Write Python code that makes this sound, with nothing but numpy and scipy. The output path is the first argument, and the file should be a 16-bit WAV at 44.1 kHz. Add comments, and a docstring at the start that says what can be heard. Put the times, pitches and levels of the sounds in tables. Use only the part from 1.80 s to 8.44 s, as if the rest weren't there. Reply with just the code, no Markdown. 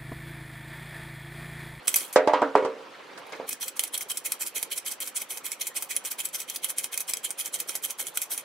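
"""Peeling a root over a steel sink.

A hand peeler shaves a root in quick strokes: snapping fibres drive the resonances of blade, frame and
handle as it cuts and drags back, and the loose blade clicks on its pivots. Early on the root's stump
bounces in the sink, setting the sheet ringing, and a drop falls. The small kitchen reverberates;
a fan rushes behind."""
import sys
import numpy as np
from scipy import signal
from scipy.fft import rfft, irfft, next_fast_len
from scipy.io import wavfile
from scipy.ndimage import uniform_filter1d, map_coordinates

SR = 44100
rng = np.random.default_rng(int(sys.argv[2]) if len(sys.argv) > 2 else 0)


def dump(signal):
    """Clip the signal to [-1, 1] and save it as 16-bit WAV at the path in sys.argv[1]."""
    limited = np.clip(np.atleast_2d(signal).T, -1, 1)
    pcm = np.round(limited * 32767).astype(np.int16)
    wavfile.write(sys.argv[1], SR, pcm)


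N = 292824

# Pivot impacts; frame weights the frame's ring, upper favours its high modes over its low ones:
# (time [s], level [dB], t60 [ms], frame [dB], upper [dB])
PIVOT_CLICKS = [(0.056, -50.5, 29, 2, -3), (0.073, -25, 30, -14.5, 0), (0.081, -15, 23, -11, 6.5),
                (0.142, -16.5, 30, -10, -4), (0.159, -19, 80, -18.5, -2), (0.328, -34, 120, -26, -3),
                (1.691, -25, 40, -17, 0), (1.729, -25.5, 37, -24, 0), (1.881, -27.5, 48, -11, 1),
                (1.994, -16.5, 42, -12.5, 6.5), (2.037, -23, 45, -15.5, 2), (2.177, -25.5, 38, -17, 2),
                (2.209, -33.5, 66, -9, -1), (2.372, -23, 55, -21, 1), (2.52, -22.5, 45, -16.5, -5),
                (2.828, -21, 37, -20.5, 0), (2.978, -26.5, 36, -14, -8), (3.063, -35, 28, -16, 2),
                (3.12, -29, 25, -14.5, 3.5), (3.203, -33.5, 130, -9.5, -2), (3.275, -27.5, 45, -16.5, 0),
                (3.418, -28, 36, -17, -4), (3.573, -29.5, 55, -15, -11), (3.718, -25.5, 30, -12, -4.5),
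                (3.869, -22.5, 54, -14.5, -7), (4.024, -28, 80, -17, -8), (4.165, -25, 46, -11, 1.5),
                (4.319, -33, 28, -13.5, -3), (4.454, -24.5, 34, -17, -9), (4.488, -37, 45, -15, -3.5),
                (4.602, -28.5, 30, -18, -1), (4.699, -23.5, 30, -15.5, 5), (4.76, -25, 46, -21, -4),
                (4.844, -21.5, 35, -9.5, 4), (4.903, -27.5, 21, -21, -7), (4.984, -25, 75, -13.5, 7),
                (5.043, -19, 12.1, -18, -6), (5.127, -37, 21, -14, 3), (5.176, -22, 41, -18.5, -9),
                (5.205, -25.5, 55, -16, -6), (5.336, -19.5, 28, -14.5, -9), (5.37, -30.5, 42, -11, 4),
                (5.449, -35, 25, -17, 5), (5.506, -27, 54, -14, -1.5), (5.659, -25.5, 21, -20, -2),
                (5.802, -21.5, 25, -17.5, 6), (5.953, -25, 70, -17.5, -9.5), (6.107, -26, 34, -18.5, 1),
                (6.193, -37, 15, -17, -4), (6.268, -31.5, 88, -13, 2), (6.373, -19.5, 34, -10, 7.5),
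                (6.417, -25.5, 84, -13.5, -4.5), (6.577, -25.5, 25, -11, -6)]


def peeler():
    """Forced vibration: fibres snap in tiny uneven grains and ring the modes of the tool."""
    # Resonances of blade and frame: (frequency [Hz], bandwidth [Hz], gain [dB])
    blade_modes = [(4910, 35, -13), (6010, 440, -7), (7600, 190, -9.5), (7890, 130, -2.5), (8800, 86, -2),
                   (9110, 190, -3), (9760, 175, 1.5), (10380, 260, -1), (11240, 440, -2.5), (11940, 170, 0),
                   (13900, 300, -4.5), (14600, 180, -8), (15800, 200, -9)]
    frame_low = [(2153, 220, 2.5), (2535, 97, 4.5)]
    frame_high = [(3178, 180, -0.5), (4260, 180, -9.5)]
    # First row, a faint sub-bass swell that comes with each contact; the rest, resonances of handle and hand: #
    # (frequency [Hz], bandwidth [Hz], gain [dB])
    thud_and_handle = [(60, 60, -12.5), (650, 810, -3), (1600, 840, -1)]
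    # Hiss of the fibres: (frequency [Hz], spectral level [dB])
    fibre_spectrum = [(1500, -35), (3500, -7), (5000, -6), (7000, 0.5), (10000, 1), (12300, -3.5),
                      (13100, -10), (15500, -13)]
    # Left-right likeness of the hiss: (frequency [Hz], coherence [ratio])
    coherence = [(1500, 0.63), (3100, 0.64), (6800, 0.43), (11000, 0.47), (15000, 0.5)]
    grains = unit(amp(2.2 * wobble(1500) + 1.6 * wobble(300)))
    taps = np.zeros(N)  # metal meets metal in one instant
    taps[np.round(np.transpose(PIVOT_CLICKS)[0] * SR).astype(int) + 4] = amp(8.5)
    excite = lambda: stereo_noise(coherence, patchy_db=2.5, size=256) * grains + taps
    rms_gain = lambda response: np.sqrt(np.mean(np.abs(response(np.linspace(0, SR / 2, 4000))) ** 2))
    hiss = lambda hz: amp(along(fibre_spectrum, hz))
    blade_force, *body_forces = contact_forces()
    drive = blade_force * excite()
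    blade = filtered(drive, hiss)
    for mode in blade_modes:  # grip and angle change which modes sound
        blade += amp(4.5 + 3.9 * wobble(22)) * filtered(drive, resonances([mode]))
    out = amp(-3.5) * blade / rms_gain(hiss)
    for force, table in zip(body_forces, [frame_low, frame_high, thud_and_handle]):
        response = resonances(table)
        out += amp(3) * filtered(force * excite(), response) / rms_gain(response)
    return out


def contact_forces():
    """Incoherent contacts add in power: force envelopes for blade, low and high frame modes, handle."""
    # A cut down the root and a drag back; rises and fades span 20 dB: (time [s], level [dB], fade [ms],
    # frame [dB], upper [dB], drag delay [ms], drag level [dB], drag rise [ms])
    strokes = [(1.689, -35.5, 14, -5.5, 2, 35, -39, 35), (1.821, -30, 40, -10.5, 3, 60, -41, 37),
               (1.974, -40.5, 17, -15.5, -6, 77, -43, 84), (2.146, -30.5, 23, -7.5, 9.5, 38, -49, 47),
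               (2.307, -27.5, 26, -13.5, 6, 67, -42, 57), (2.461, -26, 25, -11, -1, 72, -44, 82),
               (2.615, -27.5, 31, -12.5, -2, 56.7, -34, 27), (2.765, -30, 44, -9, 2.5, 63, -38.5, 30),
               (2.922, -30, 26, -6.5, 5.5, 54, -32.5, 26), (3.068, -31.5, 41, -8.5, 1, 52.5, -33.5, 23.4),
               (3.223, -32.5, 27, -8.5, 5, 54, -37.5, 46), (3.367, -28, 26, -11, -3, 53.4, -37, 38),
               (3.512, -31, 30, -9, -4, 58, -42.5, 75), (3.657, -32.5, 36, -9.5, -1.5, 71, -40.5, 45),
               (3.816, -31, 23, -5, 5, 59, -43.5, 81), (3.965, -30, 32.5, -7.5, 3, 63, -39.5, 33),
               (4.109, -30, 35, -7, -3, 57, -40, 36), (4.259, -30, 35, -9, 2, 56, -31.5, 13),
               (4.4, -29.5, 24, -7.5, 1.5, 59, -37, 36), (4.549, -30.5, 29, -12, 2, 64, -36, 44),
               (4.693, -38, 49, -4, 5.5, 60, -38.5, 28), (4.84, -35, 43, -4, 3.5, 58.5, -32.5, 21),
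               (4.982, -35, 49, -6.5, -2, 60, -32, 17), (5.135, -32.5, 34, -8.5, 2.5, 43, -44, 27),
               (5.292, -30.5, 41, -9, 0.5, 53, -50, 45), (5.451, -30.5, 27, -6, 5, 56, -45.5, 57),
               (5.596, -30, 35, -8.5, 3, 70, -36, 31), (5.745, -29.5, 32, -11.5, 4, 60, -33, 26),
               (5.895, -29, 26, -13, 4.5, 56, -44.5, 83), (6.043, -30, 37, -11, 8.5, 62, -35.5, 26),
               (6.2, -30.5, 41, -10, 2, 79, -47, 67), (6.358, -37, 27, -13.5, -5, 60, -41, 30),
               (6.518, -30.5, 51, -13.5, 3, 75, -41, 44)]
    # Stray scrapes: (time [s], level [dB], rise [ms], fade [ms], frame [dB], upper [dB])
    scrapes = [(0.079, -25.5, 5, 30, -15, 4), (0.131, -39.5, 82, 27, -10, -.6),
               (0.161, -30, 16, 81, -14, -2), (0.207, -37.5, 9, 100, -9.5, 3),
               (0.335, -35, 10, 25, -14, -2), (1.385, -53.5, 11, 22, -5, -6), (1.468, -60, 4, 17, 3, -10),
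               (1.5, -62, 20, 22, -4, -5), (1.53, -60.5, 8, 33, 14, -13), (1.565, -63, 16, 25, -2, -10),
               (2.074, -40, 6, 21, -17, 0), (2.227, -34.5, 42, 11, -16.5, 9), (5.197, -37, 5.5, 29, -7, -2),
               (5.368, -47, 21, 38, -4, -3)]
    cut_rise_ms, drag_fade_ms, drag_upper_db = 15, 28.7, -2.5
    rub_handle_db, click_handle_db = -22.5, -24.5
    rubs = list(scrapes)
    for s, db, fade, frame_db, upper_db, delay, drag_db, drag_rise in strokes:
        drag_frame_db = -11.5 + 0.5 * (-33 - drag_db)  # softer drags have more ring for their hiss
        rubs += [(s - 0.013, db - 14, 11.3, 13, frame_db, upper_db),  # the blade brushes, then bites
                 (s, db, cut_rise_ms, fade, frame_db, upper_db),
                 (s + delay / 1000, drag_db, drag_rise, drag_fade_ms, drag_frame_db, drag_upper_db)]
    lead, tail = 6000, 8000  # samples around each peak
    t = np.arange(-lead, tail) / SR
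    ms = 1000 * np.abs(t)
    swell_db = lambda rise, fade: -20 * (ms / np.where(t > 0, fade, rise)) ** 1.81
    snap_db = lambda t60: np.where(t > 0, 4 * np.exp(-ms / 0.22) - 60 * ms / t60, -60 * ms)
    contacts = [(s, db + swell_db(rise, fade), *ring, rub_handle_db) for s, db, rise, fade, *ring in rubs]
    contacts += [(s, db + snap_db(t60), *ring, click_handle_db) for s, db, t60, *ring in PIVOT_CLICKS]
    power = np.zeros((4, 2, N + len(t)))
    for s, envelope_db, frame_db, upper_db, handle_db in contacts:
        pan_db = rng.normal(-0.8, 1)
        parts_db = [0, frame_db - 5 - upper_db / 2, frame_db - 3 + upper_db / 2, rng.normal(handle_db, 2.5)]
        gains = amp(np.add.outer(parts_db, [pan_db / 2, -pan_db / 2]))
        power[..., round(s * SR):][..., :len(t)] += (gains[..., None] * amp(envelope_db)) ** 2
    return np.sqrt(power[..., lead:lead + N])


def sink():
    """Impact excitation: a knock's short push leaves the steel sheet in damped free vibration."""
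    # Knocks, each favouring two bands: (time [s], ring [dB], first band [Hz], second band [Hz],
    # second gain [dB], narrowness [dB/octave^2], damping [ratio], push [dB], push [Hz], crack [dB])
    knocks = [(.359, -17.5, 670, 445, -9, 46, 0.98, -9, 1530, -23),
              (.361, -24, 1250, 1890, -3, 29, 1.6, 1.5, 570, -27.5),
              (.474, -16.5, 870, 510, -12, 60, 1.6, -6, 525, -31),
              (.534, -20, 1110, 800, -7, 50, 1, -17, 1000, -35.5),
              (.536, -32.5, 490, 2060, -3.5, 45, 0.71, -1, 890, -46),
              (.538, -29, 3240, 4830, 2, 34, 1.24, -40, 900, -53),
              (.618, -20.5, 596, 970, 1.3, 52, 2.7, -26, 600, -37.5),
              (.624, -25, 1340, 291, -2, 50, 2.1, -14.5, 630, -56),
              (.753, -15, 463, 970, -6, 43, 1.6, 2.5, 865, -34.5),
              (.773, -32, 930, 2380, -18, 20, 0.86, -28, 900, -41),
              (.825, -29.5, 450, 930, -12, 43, 1.3, -21, 450, -57),
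              (.849, -24.5, 463, 950, -5, 41, 2, -14.5, 494, -37),
              (1.376, -46.5, 490, 1000, -2, 25, 2.5, -41, 500, -42.5),
              (1.522, -40.5, 510, 1520, -1, 15, 2.5, -37, 520, -39),
              (1.55, -46.5, 456, 1000, -14, 18, 2, -34, 454, -46),
              (1.599, -37.5, 490, 960, -4, 36, 2, -22, 580, -60)]
    # Distinct sheet modes: (frequency [Hz], level [dB], t60 at unit damping [s])
    sheet_modes = [(274.2, -3, 0.74), (297, 2, 0.28), (397, -10.5, 0.59), (426, -6, 0.48), (455, -5, 0.61),
                   (520, -4.5, 0.53), (514, 4, 0.11), (609, -3.5, 0.36), (600, -7.5, 0.37), (688, -6, 0.37),
                   (753, -11.5, 0.41), (870, -3, 0.21), (950, -10.5, 0.26), (961, -4, 0.3),
                   (1001, -1.5, 0.09), (1105, -16, 0.15), (1156, -7.5, 0.39), (1310, -25.5, 0.23),
                   (1500, -18, 0.23), (1640, -7, 0.16), (1994, -12, 0.16), (1910, -3, 0.18),
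                   (2050, -10.5, 0.33), (2450, -9, 0.15), (2210, -2, 0.13), (3180, -6, 0.05),
                   (3970, -10, 0.08), (4850, -12, 0.092)]
    # Noise of the dense modes and of the impact: (frequency [Hz], spectral level [dB])
    rumble_spectrum = [(120, -34), (300, -9), (600, -15), (1200, -2), (2500, -10), (5000, -30.5),
                       (9000, -37), (16000, -60)]
    crack_spectrum = [(1500, 3), (2500, -2), (5000, -1), (9000, -6.5), (16000, -35)]
    # Decay of those noises: (frequency [Hz], t60 [s])
    rumble_decay = [(150, 0.4), (400, 0.76), (1040, 0.25), (2760, 0.29), (7280, 0.4)]
    crack_decay = [(2000, 0.16), (7000, 0.078), (16000, 0.024)]
    # A drop rings on the steel: (time [s], level [dB], frequency [Hz], t60 [s])
    drop = (1.266, -50, 4200, .06)
    out, t = np.zeros((2, N + SR)), np.arange(SR // 2) / SR
    hz, mode_db, t60 = np.transpose(sheet_modes)[..., None]
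    for s, db, first_hz, second_hz, second_db, narrow_db, damping, push_db, push_hz, crack_db in knocks:
        band = lambda f, centre: amp(-narrow_db * np.log2((f + 1) / centre) ** 2)
        coupling = lambda f: band(f, first_hz) + amp(second_db) * band(f, second_hz) + amp(-15)
        envelopes = coupling(hz) * amp(mode_db + rng.normal(0, 2.4, hz.shape) - 60 * damping * t / t60)
        ring = np.sum(envelopes * np.sin(2 * np.pi * (hz * t + rng.random(hz.shape))), 0)
        mid, side = filtered(decaying_noise(rumble_spectrum, rumble_decay, len(t)), coupling)
        rumble = amp(29) * np.array([mid + 0.16 * side, mid - 0.099 * side])
        sheet = amp(db) * (ring + rumble) * (1 - np.exp(-t / 0.001))
        push = amp(push_db) * t / 0.00093 * np.exp(1 - t / 0.00062) * np.sin(2 * np.pi * push_hz * t)
        crack = amp(crack_db + 26) * decaying_noise(crack_spectrum, crack_decay, len(t))
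        out[:, round(s * SR):][:, :len(t)] += sheet + push + crack
    s, db, drop_hz, drop_t60 = drop
    envelope = amp(db - 60 * t / drop_t60) * (1 - np.exp(-t / 0.0026))
    out[:, round(s * SR):][:, :len(t)] += envelope * np.sin(2 * np.pi * drop_hz * t)
    # a low cut at 200 Hz thins the knocks' bass
    return signal.sosfilt(signal.butter(2, 200, "high", fs=SR, output="sos"), out[:, :N])


def kitchen(x):
    """Reverberation: convolution with a diffuse tail that arrives a little late."""
    # Reverberation time: (frequency [Hz], t60 [s])
    room_decay = [(200, 0.12), (2000, 0.36), (10000, 0.11)]
    tail = decaying_noise([(100, -9), (16000, -4)], room_decay, SR // 3)
    delayed = np.pad(x.mean(0), (250, 0))
    return signal.fftconvolve(delayed[None], tail, axes=1)[:, :N]


def fan():
    """Broadband flow noise: a steady background rush."""
    # The background as heard, abruptly quieter at 1.67 s: (time [s], level [dB])
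    levels = [(0, -47.5), (1.66, -45.5), (1.68, -50.5), (6.64, -50.5)]
    # Moving air: (frequency [Hz], spectral level [dB])
    air_spectrum = [(25, -55), (60, -57), (110, -23), (300, -9.5), (490, -6), (535, -2), (590, -9),
                    (1100, -8), (2000, -13), (2600, -15), (4300, -20.5), (5200, -25.5), (9000, -34.5),
                    (15000, -43), (16000, -47)]
    # Left-right likeness of the rush: (frequency [Hz], coherence [ratio])
    coherence = [(60, 0.47), (240, 0.82), (950, 0.54), (3770, 0.74), (15000, 0.17)]
    level_db = np.interp(np.arange(N) / SR, *np.transpose(levels)) + 0.38 * wobble(14)
    noise = stereo_noise(coherence, patchy_db=2.5, size=512)
    return amp(level_db) * unit(filtered(noise, lambda hz: amp(along(air_spectrum, hz))))


def amp(db):
    """Decibels to amplitude."""
    return 10 ** (np.asarray(db) / 20)


def unit(x):
    """Normalisation to unit RMS."""
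    return x / np.sqrt(np.mean(x ** 2) + 1e-20)


def along(points, hz):
    """Interpolation of (frequency [Hz], value) points on a log axis."""
    f, v = np.transpose(points)
    return np.interp(np.log(hz + 1), np.log(f + 1), v)


def wobble(rate):
    """Smooth random modulation, rate knots a second."""
    return map_coordinates(rng.standard_normal(int(N * rate / SR) + 4), [np.arange(N) * rate / SR])


def filtered(x, response):
    """Linear filtering: the spectrum of x times a frequency response."""
    m = next_fast_len(x.shape[-1] + 8192)
    return irfft(rfft(x, m) * response(np.fft.rfftfreq(m, 1 / SR)), m)[..., :x.shape[-1]]


def resonances(table):
    """Modal superposition: the response of damped resonators of alternating sign."""
    return lambda f: sum((-1) ** k * amp(db) * 1j * f * width / (hz * hz - f * f + 1j * f * width)
                         for k, (hz, width, db) in enumerate(table))


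def stereo_noise(coherence, patchy_db, size):
    """Partial coherence: mid and side noise, with patches of random gain, mixed by frequency."""
    spectra = signal.stft(rng.standard_normal((2, N)), nperseg=size)[2]
    patches = uniform_filter1d(rng.standard_normal(spectra.shape[1:]), size=5, axis=0)
    patches = unit(uniform_filter1d(patches, size=4, axis=1))
    noise = signal.istft(spectra * amp(patchy_db * patches), nperseg=size)[1][:, :N]
    angle = lambda hz: np.arccos(np.clip(along(coherence, hz), -1, 1)) / 2
    mid, side = filtered(noise, lambda hz: np.array([np.cos(angle(hz)), np.sin(angle(hz))]))
    return unit(np.array([mid + side, mid - side]))


def decaying_noise(spectrum, t60, size):
    """Frequency-dependent damping of stereo noise, with about unit energy a channel."""
    hz, t, spectra = signal.stft(rng.standard_normal((2, size)), SR, nperseg=128)
    level_db = along(spectrum, hz)[:, None] - 60 * t / along(t60, hz)[:, None]
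    tail = signal.istft(spectra * amp(level_db), SR, nperseg=128)[1]
    return tail[:, :size] / np.linalg.norm(tail[0])


def scene():
    """Superposition of the close peeler and sink, their reverberation and the fan."""
    strokes, knocks = peeler(), sink()
    return strokes + knocks + kitchen(amp(-12.5) * strokes + amp(-17.5) * knocks) + fan()


def record(dry):
    """Transduction: a slightly unequal microphone pair, soft saturation and a band limit."""
    # Microphone imbalance: (frequency [Hz], left over right [dB])
    imbalance = [(100, -1.2), (700, -3), (4000, 0), (9000, -2), (15000, 2)]
    top_hz, slope_hz = 15720, 140
    x = filtered(dry, lambda hz: amp(np.outer([.5, -.5], along(imbalance, hz))))
    x = x / (1 + np.abs(x) ** 8) ** (1 / 8)
    return filtered(x, lambda hz: np.clip(1 - (hz - top_hz) / slope_hz, 0, 1) ** 2)


dry = scene()
out = record(dry)
dump(out)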